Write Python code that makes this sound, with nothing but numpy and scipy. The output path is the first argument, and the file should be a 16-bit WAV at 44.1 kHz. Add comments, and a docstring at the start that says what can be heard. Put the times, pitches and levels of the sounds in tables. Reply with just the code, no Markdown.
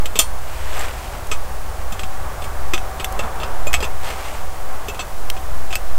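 """Forest camp: a steel spoon stirs and knocks in a steel mug on a plank table.
Each contact skids, rings the thin wall briefly and thuds into the plank; a loose spoon rings on.
A jacket rustles, its zip pull taps, burning wood snaps. Trunks return a faint echo of mug and fire.
Behind: a far engine's rumble, the forest's wash, slow air pressure on the microphone."""
import sys
import numpy as np
from scipy import signal
from scipy.fft import rfft, irfft
from scipy.io import wavfile

SR = 44100
rng = np.random.default_rng(int(sys.argv[2]) if len(sys.argv) > 2 else 0)


def store_wav(level_fs):
    """Save 16-bit WAV to argv[1]."""
    pcm = np.round(np.clip(np.atleast_2d(level_fs), -1, 1) * 32767)
    wavfile.write(sys.argv[1], SR, pcm.T.astype(np.int16))


N = 263718
TIME_S = np.arange(N) / SR

# engine exhaust and whine tones: shaft_multiple, level_db
EXHAUST_TONES = [(2, -40), (3, -38), (4, -48.5), (6, -55.5)]
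WHINE_TONES = [(18, -22.5), (36, -10), (54, -16.5)]
# gain curves of exhaust plus rumble, and of the whine: time_s, gain_db
ENGINE_LOW_GAIN = [(0, 0), (2.0, 2.5), (3.85, 2.2), (4.15, -1), (5.95, 0)]
WHINE_GAIN = [(0, -7), (1.6, 0.5), (5.95, 0.5)]
# noise spectra: freq_hz, density_db
RUMBLE_SPECTRUM = [(5, 5), (12, -2), (22, 4), (30, 2.5), (42, -1), (52, -6), (70, -5.5), (90, -7.5),
                   (115, -14.5), (160, -22), (300, -34), (1000, -72)]
WASH_SPECTRUM = [(110, 2), (170, -2), (270, -5), (400, -1.5), (620, 4), (900, 2.5), (1150, 1.5), (1600, -4),
                 (2300, -13), (3500, -21.5), (6000, -37), (16000, -49)]
HISS_SPECTRUM = [(300, -1.5), (2000, 5.5), (4000, 1.5), (7000, 2), (10000, 0.5), (13000, -2), (16000, 1)]
CLOTH_SPECTRUM = [(150, -10), (400, 2), (700, 5.5), (1400, 2.5), (2700, 0), (4000, -7), (6500, -11),
                  (8300, -8), (10000, -19.5), (13000, -12), (16000, -50)]
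# sleeve strokes: middle_s, level_db, half_width_s
SLEEVE_STROKES = [(.6, -36.5, 0.16), (0.803, -29, 0.11), (1.02, -38, 0.24), (4.087, -28.7, 0.068),
                  (4.27, -33.8, .15)]
# sleeve folds flicking over, zip pull taps: start_s, level_db
FOLD_FLICKS = [(0.807, -23.5), (4.104, -26)]
ZIP_TAPS = [(0.794, -18), (0.812, -25), (4.1036, -32)]
# fire snaps: start_s, level_db, peak_hz
FIRE_SNAPS = [(1.2706, -37, 5500), (3.125, -31, 7500), (5.301, -18.5, 2900)]
# splits between the thud, body, wall, bright and top bands: edge_hz
BAND_SPLITS_HZ = [800, 1900, 4200, 10000]
# knock balance, one row a band: plain_db, hardness_share, loose_spoon_db
BAND_BALANCE = [(0, -0.14, 0), (-6.5, -.5, 3), (0, -0.037, 0), (-6.5, 0.23, 6), (-14, 0.83, -1)]
# mug wall modes: pitch_hz, level_db
MUG_MODES = [(1060, -4), (1270, 0), (1790, -20), (2250, -4.5), (2510, 1.5), (2610, 0.5), (2710, -1),
             (2930, -8), (3020, -14.5), (3210, -3.5), (3510, -2), (4400, -6), (5000, -3), (5280, -1.5),
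             (6020, 3), (6250, -2), (6550, 4), (7200, 7), (7380, 5), (7860, 8), (8080, -5), (8470, 2),
             (8900, -7), (11990, 6.5), (12300, 1), (12700, 7), (13630, 7)]
# the mug's crowded weak modes: freq_hz, density_db
WEAK_MODE_SPECTRUM = [(200, 3), (500, -0.5), (1200, -2.5), (1750, -5.5), (2400, 0.5), (3600, 2.5),
                      (4100, -4.5), (4700, -1), (6000, 5.5), (7900, 3), (9800, -3), (11300, -5.5),
                      (12300, 4), (15500, -5.5)]
# spoon modes: pitch_hz, level_db, t60_s
SPOON_MODES = [(1226, -3, 0.13), (2670, -2.5, 0.13), (3040, 2.5, 0.064), (3235, -0.5, 0.14),
               (3494, 2, 0.057), (4360, -7.5, 0.2), (5930, -8, 0.13), (6040, -18, .28), (7120, 2.5, 0.095),
               (7505, 0, 0.074), (7040, 1, 0.06), (8300, -12, 0.085), (8885, -4, 0.19), (9020, -8, 0.19),
               (10860, -18, .35), (12200, -4, .06), (12800, -1, 0.14), (15470, 0, .08)]
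# spoon on mug; hardness adds treble, depth adds thud:
# start_s, level_db, hardness_db, depth_db, skid_s, spoon_ring_db, thud_hz,
# favoured_low_hz, favoured_high_hz
KNOCKS = [(0.057, -29, 7, -11, 0.00094, -15, 520, 3200, 7350),
          (0.1555, -25.5, 2, -4, .016, -13, 442, 3020, 12300),
          (0.1901, -13, 12.5, -10.5, 0.0011, 7, 660, 3460, 8880),
          (1.3143, -23.5, -4, -9, 0.015, -5, 454, 2460, 6020),
          (1.923, -35, 9, 0.5, .004, -6, 200, 3230, 7280),
          (1.9941, -31.5, -2, -11, .005, -10, 400, 3020, 7220),
          (2.0338, -33.5, -5, -6, .002, -14, 220, 3000, 7200),
          (2.42, -38, 5, -2, .005, -20, 640, 3540, 8470), (2.441, -37.5, 9, -9, .013, -6, 200, 2250, 8470),
          (2.735, -20, -2, -6.5, .009, -16, 360, 2550, 6020),
          (2.7787, -31, -6, -20, .001, -22, 640, 2600, 6120),
          (2.9983, -30, -3, -8, .01, -14, 378, 3210, 7600),
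          (3.0448, -25.5, 9, -19, 0.0026, -26, 470, 3580, 12700),
          (3.1916, -25.5, -5.5, -2.5, .006, -30, 560, 2690, 7700),
          (3.235, -41, 0, 4, .002, -20, 240, 3550, 7360), (3.401, -36, -7, -9, 0.026, -22, 450, 2120, 4600),
          (3.433, -30.5, -11, -20, 0.0083, -22, 650, 2710, 5000),
          (3.669, -26.5, 4, 0.5, 0.0067, -8, 610, 2540, 7190),
          (3.731, -25, 8, -13, .004, -20, 690, 2500, 5150),
          (3.7403, -16, -3, -18, 0.0054, -13, 710, 2490, 7950),
          (3.8047, -32, 0, 1, .003, -18, 590, 3200, 5010),
          (3.8258, -25, -6, -3.5, .008, -18, 414, 2740, 4950),
          (3.843, -29.5, 0, -12, .01, -16, 370, 2820, 4350),
          (4.884, -29.5, 5, 0, .015, -22, 410, 2610, 11980),
          (4.945, -39.5, -2, -1, .004, -20, 540, 2750, 7210),
          (4.9925, -27, -6, -8, .019, -7, 730, 3300, 4400),
          (5.366, -38, -11, 0, .017, -22, 700, 2520, 6200),
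          (5.706, -35, -4, -8, 0.019, -22, 750, 2590, 7450),
          (5.7277, -27, -7, -22, .016, -22, 710, 3500, 12700),
          (5.7549, -23.5, 8, -21, .004, -22, 660, 2610, 11990)]


def amp(db):
    """Decibels to gain."""
    return 10 ** (np.asarray(db) / 20)


def unit_rms(x):
    """Scales to rms 1."""
    return x / np.sqrt(np.mean(x ** 2) + 1e-20)


def add(mix, start_s, sound):
    """Mixes a sound in at start_s."""
    part = mix[max(round(start_s * SR), 0):][:len(sound)]
    part += sound[:len(part)]


def coloured(x, spectrum):
    """Shapes x by a spectrum; rms 1."""
    hz, db = np.transpose(spectrum)
    f = np.fft.rfftfreq(len(x), 1 / SR)
    gain = amp(np.interp(np.log(f + 1), np.log(hz), db))
    return unit_rms(irfft(rfft(x) * gain, len(x)))


def wander(rate_hz):
    """Random drift up to about rate_hz; rms 1."""
    f = np.fft.rfftfreq(N, 1 / SR)
    lowpass = np.exp(-(f / rate_hz) ** 2) * (f > 0)
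    return unit_rms(irfft(rfft(rng.standard_normal(N)) * lowpass, N))


def hump(middle_s, half_width_s):
    """Gaussian rise and fall; peak 1."""
    return np.exp(-((TIME_S - middle_s) / half_width_s) ** 2)


def impulses(t, rate_hz=2000):
    """Sparse random impulses."""
    return rng.standard_normal(len(t)) * (rng.random(len(t)) < rate_hz / SR)


def click(t, t60_s, ping_hz=3200):
    """Hard point contact: one pulse, a short ping, a spray of noise."""
    ping = amp(-11) * np.sin(2 * np.pi * ping_hz * t)
    spray = amp(-10) * rng.standard_normal(len(t))
    return amp(4) * (t == 0) + amp(-60 * t / t60_s) * (ping + spray)


def ring(hz, db, t60_s, t):
    """Sum of decaying modes at random phases."""
    phase = rng.random((len(hz), 1))
    envelopes = amp(db[:, None] - 60 * t / t60_s[:, None])
    return (envelopes * np.sin(2 * np.pi * (hz[:, None] * t + phase))).sum(0)


def balanced(blow, bands_db):
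    """Sets five band levels by their rms over the first 20 ms."""
    out = 0
    edges_hz = [150, *BAND_SPLITS_HZ, 16500]
    for low_hz, high_hz, db in zip(edges_hz, edges_hz[1:], bands_db):
        bandpass = signal.butter(3, [low_hz, high_hz], "bandpass", fs=SR, output="sos")
        band = signal.sosfilt(bandpass, blow)
        out += amp(db) * band / np.sqrt(np.mean(band[:SR // 50] ** 2))
    return out


def air_pressure(corner_hz=1.97, level_db=-14):
    """Slow pressure swings on the microphone, below hearing."""
    ratio = np.fft.rfftfreq(N, 1 / SR) / corner_hz
    spectrum = np.exp(2j * np.pi * rng.random(len(ratio))) * np.sqrt(ratio) / (1 + ratio ** 4)
    return amp(level_db) * unit_rms(irfft(spectrum, N))


def swell_db():
    """Level of sound carried through the forest: steady but for one broad swell."""
    return -37 + 4.5 * hump(middle_s=3.23, half_width_s=0.8)


def shaft_tones(turns, tones, fade_db):
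    """Shaft harmonics, fading in and out on their way through the trees."""
    out = 0
    for multiple, db in tones:
        gain = amp(db + fade_db * wander(4.4))
        out += gain * np.sin(2 * np.pi * (multiple * turns + rng.random()))
    return np.sqrt(2) * out


def far_engine(shaft_hz=21.15, speed_waver=0.00394, rumble_db=-32):
    """Steady engine: exhaust tones in a rumble, and a faint whine."""
    turns = np.cumsum(shaft_hz * (1 + speed_waver * wander(9.8))) / SR
    exhaust = shaft_tones(turns, EXHAUST_TONES, fade_db=3)
    rumble = amp(rumble_db) * coloured(rng.standard_normal(N), RUMBLE_SPECTRUM)
    whine = shaft_tones(turns, WHINE_TONES, fade_db=4)
    low_db = np.interp(TIME_S, *np.transpose(ENGINE_LOW_GAIN))
    whine_db = np.interp(TIME_S, *np.transpose(WHINE_GAIN)) + swell_db()
    return (exhaust + rumble) * amp(low_db) + whine * amp(whine_db)


def forest(wash_gain_db=2, sway_db=1, hiss_db=-40):
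    """Distant swelling wash over an even hiss."""
    wash = coloured(rng.standard_normal(N), WASH_SPECTRUM)
    wash *= amp(wash_gain_db + swell_db() + sway_db * wander(7.9))
    return wash + amp(hiss_db) * coloured(rng.standard_normal(N), HISS_SPECTRUM)


def trunk_echo(x, t60_s=0.28, wet_db=-26):
    """Adds the faint, short scatter from the trunks."""
    t = np.arange(SR // 2) / SR
    taps = impulses(t) * amp(-60 * t / t60_s)
    return x + amp(wet_db) * signal.fftconvolve(x, taps / np.linalg.norm(taps))[:N]


def jacket(grain_db=3, flutter_db=1, flick_decay_s=0.0032, puff_hz=650, zip_hz=7550, zip_decay_s=0.0021):
    """Stiff cloth rubs in fine grains, folds flick out puffs of air, the metal zip pull taps."""
    t = np.arange(SR // 20) / SR
    grains = coloured(rng.standard_normal(N) * amp(grain_db * wander(1200)), CLOTH_SPECTRUM)
    strokes = [amp(db) * hump(middle_s, half_width_s) for middle_s, db, half_width_s in SLEEVE_STROKES]
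    rub = np.linalg.norm(strokes, axis=0) * amp(flutter_db * wander(30))
    puffs, taps = np.zeros((2, N))
    for start_s, db in FOLD_FLICKS:
        flick = amp(db) * np.exp(-t / flick_decay_s)
        add(rub, start_s, flick)
        add(puffs, start_s, amp(2) * flick * np.sin(2 * np.pi * puff_hz * t))
    for start_s, db in ZIP_TAPS:
        tap = np.sin(2 * np.pi * zip_hz * t) + 0.25 * rng.standard_normal(len(t))
        add(taps, start_s, amp(db) * tap * np.exp(-t / zip_decay_s))
    return grains * rub + puffs + taps


def fire(tail_db=-36, tail_decay_s=0.014, rise_db_per_oct=24, fall_db_per_oct=4, gain_db=-7):
    """Burning wood cracks with almost no ring; each snap has its own level and pitch."""
    out, t = np.zeros(N), np.arange(SR // 10) / SR
    band_centres_hz = np.array([400, 1250, 2800, 6500, 12800])
    for start_s, db, peak_hz in FIRE_SNAPS:
        octaves = np.log2(band_centres_hz / peak_hz)
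        bands_db = db + np.minimum(rise_db_per_oct * octaves, -fall_db_per_oct * octaves)
        crack = click(t, t60_s=0.014)
        tail = amp(tail_db) * rng.standard_normal(len(t)) * np.exp(-t / tail_decay_s)
        add(out, start_s, balanced(crack + tail, bands_db))
    return amp(gain_db) * out


def contact(db, hardness_db, depth_db, spoon_ring_db, held_t60_s=0.093, loose_t60_s=0.14):
    """Band levels and ring time: hard is brighter and shorter, deep thuds more, loose rings on."""
    plain_db, hardness_share, loose_spoon_db = np.transpose(BAND_BALANCE)
    looseness = min(amp(spoon_ring_db), 1)
    bands_db = db + plain_db + hardness_share * hardness_db + looseness * loose_spoon_db
    bands_db[0] += depth_db
    pressed_t60_s = max(held_t60_s - 0.0046 * max(hardness_db, 0), held_t60_s / 10)
    return bands_db, (1 - looseness) * pressed_t60_s + looseness * loose_t60_s


def mug_wall(t, t60_s, wall_band_db, favoured_hz, favour_db=11, spread_db=3, detune=0.0056):
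    """Wall impulse response: the contact point favours the modes near some pitches; every mode's pitch scatters
    slightly at random."""
    hz, db = np.transpose(MUG_MODES)
    nearness = np.exp(-(np.log(hz[:, None] / favoured_hz) / 0.022) ** 2).max(1)
    pitch_scatter, level_scatter = rng.standard_normal((2, len(hz)))
    # drink and pressing spoon cap the ring time
    mode_t60_s = min(0.9 * t60_s, 0.085) * (hz / np.median(hz)) ** -0.05
    # a light touch is mostly scrape, with weak partials
    light_touch_db = 0.2 * min(wall_band_db + 25, 0)
    mode_db = db + light_touch_db + favour_db * nearness + spread_db * level_scatter
    return ring(hz * (1 + detune * pitch_scatter), mode_db, mode_t60_s, t)


def spoon_in_mug(chatter=0.19, weak_modes_db=11.3, thud_db=9, thud_t60_s=0.056):
    """Each contact skids in tiny blows on the wall; mug and spoon ring, the base thuds on the plank."""
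    out, t = np.zeros(N), np.arange(SR // 3) / SR
    for start_s, db, hardness_db, depth_db, skid_s, spoon_ring_db, thud_hz, *favoured_hz in KNOCKS:
        bands_db, t60_s = contact(db, hardness_db, depth_db, spoon_ring_db)
        response = mug_wall(t, t60_s, bands_db[2], favoured_hz)
        force = (t == 0) + chatter * impulses(t) * (t < skid_s)
        wall = signal.fftconvolve(force, response)[:len(t)] / np.linalg.norm(force)
        # weak modes fill the gaps; level held for half the skid
        weak_modes = coloured(rng.standard_normal(len(t)), WEAK_MODE_SPECTRUM)
        weak_modes *= amp(weak_modes_db - 60 * np.maximum(t, skid_s / 2) / (0.95 * t60_s))
        spoon = amp(spoon_ring_db) * ring(*np.transpose(SPOON_MODES), t)
        # a deep or skidding contact ticks less
        tick = amp(26 - 0.43 * depth_db - 600 * skid_s) * click(t, t60_s=0.0045)
        thud = amp(thud_db - 60 * t / thud_t60_s) * np.sin(2 * np.pi * thud_hz * t)
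        add(out, start_s, balanced(wall + weak_modes + spoon + tick + thud, bands_db))
    return out


def scene():
    """Mug, fire and jacket in front of the forest; mono."""
    near = trunk_echo(spoon_in_mug() + fire()) + jacket()
    return (near + forest() + far_engine() + air_pressure())[None]


def record(dry):
    """Clip at full scale, then low-pass."""
    cutoff_hz = 15780
    lowpass = signal.firwin(511, cutoff_hz, window=("kaiser", 8), fs=SR)
    return signal.oaconvolve(np.clip(dry, -1, 1), lowpass[None], "same")


dry = scene()
out = record(dry)
store_wav(out)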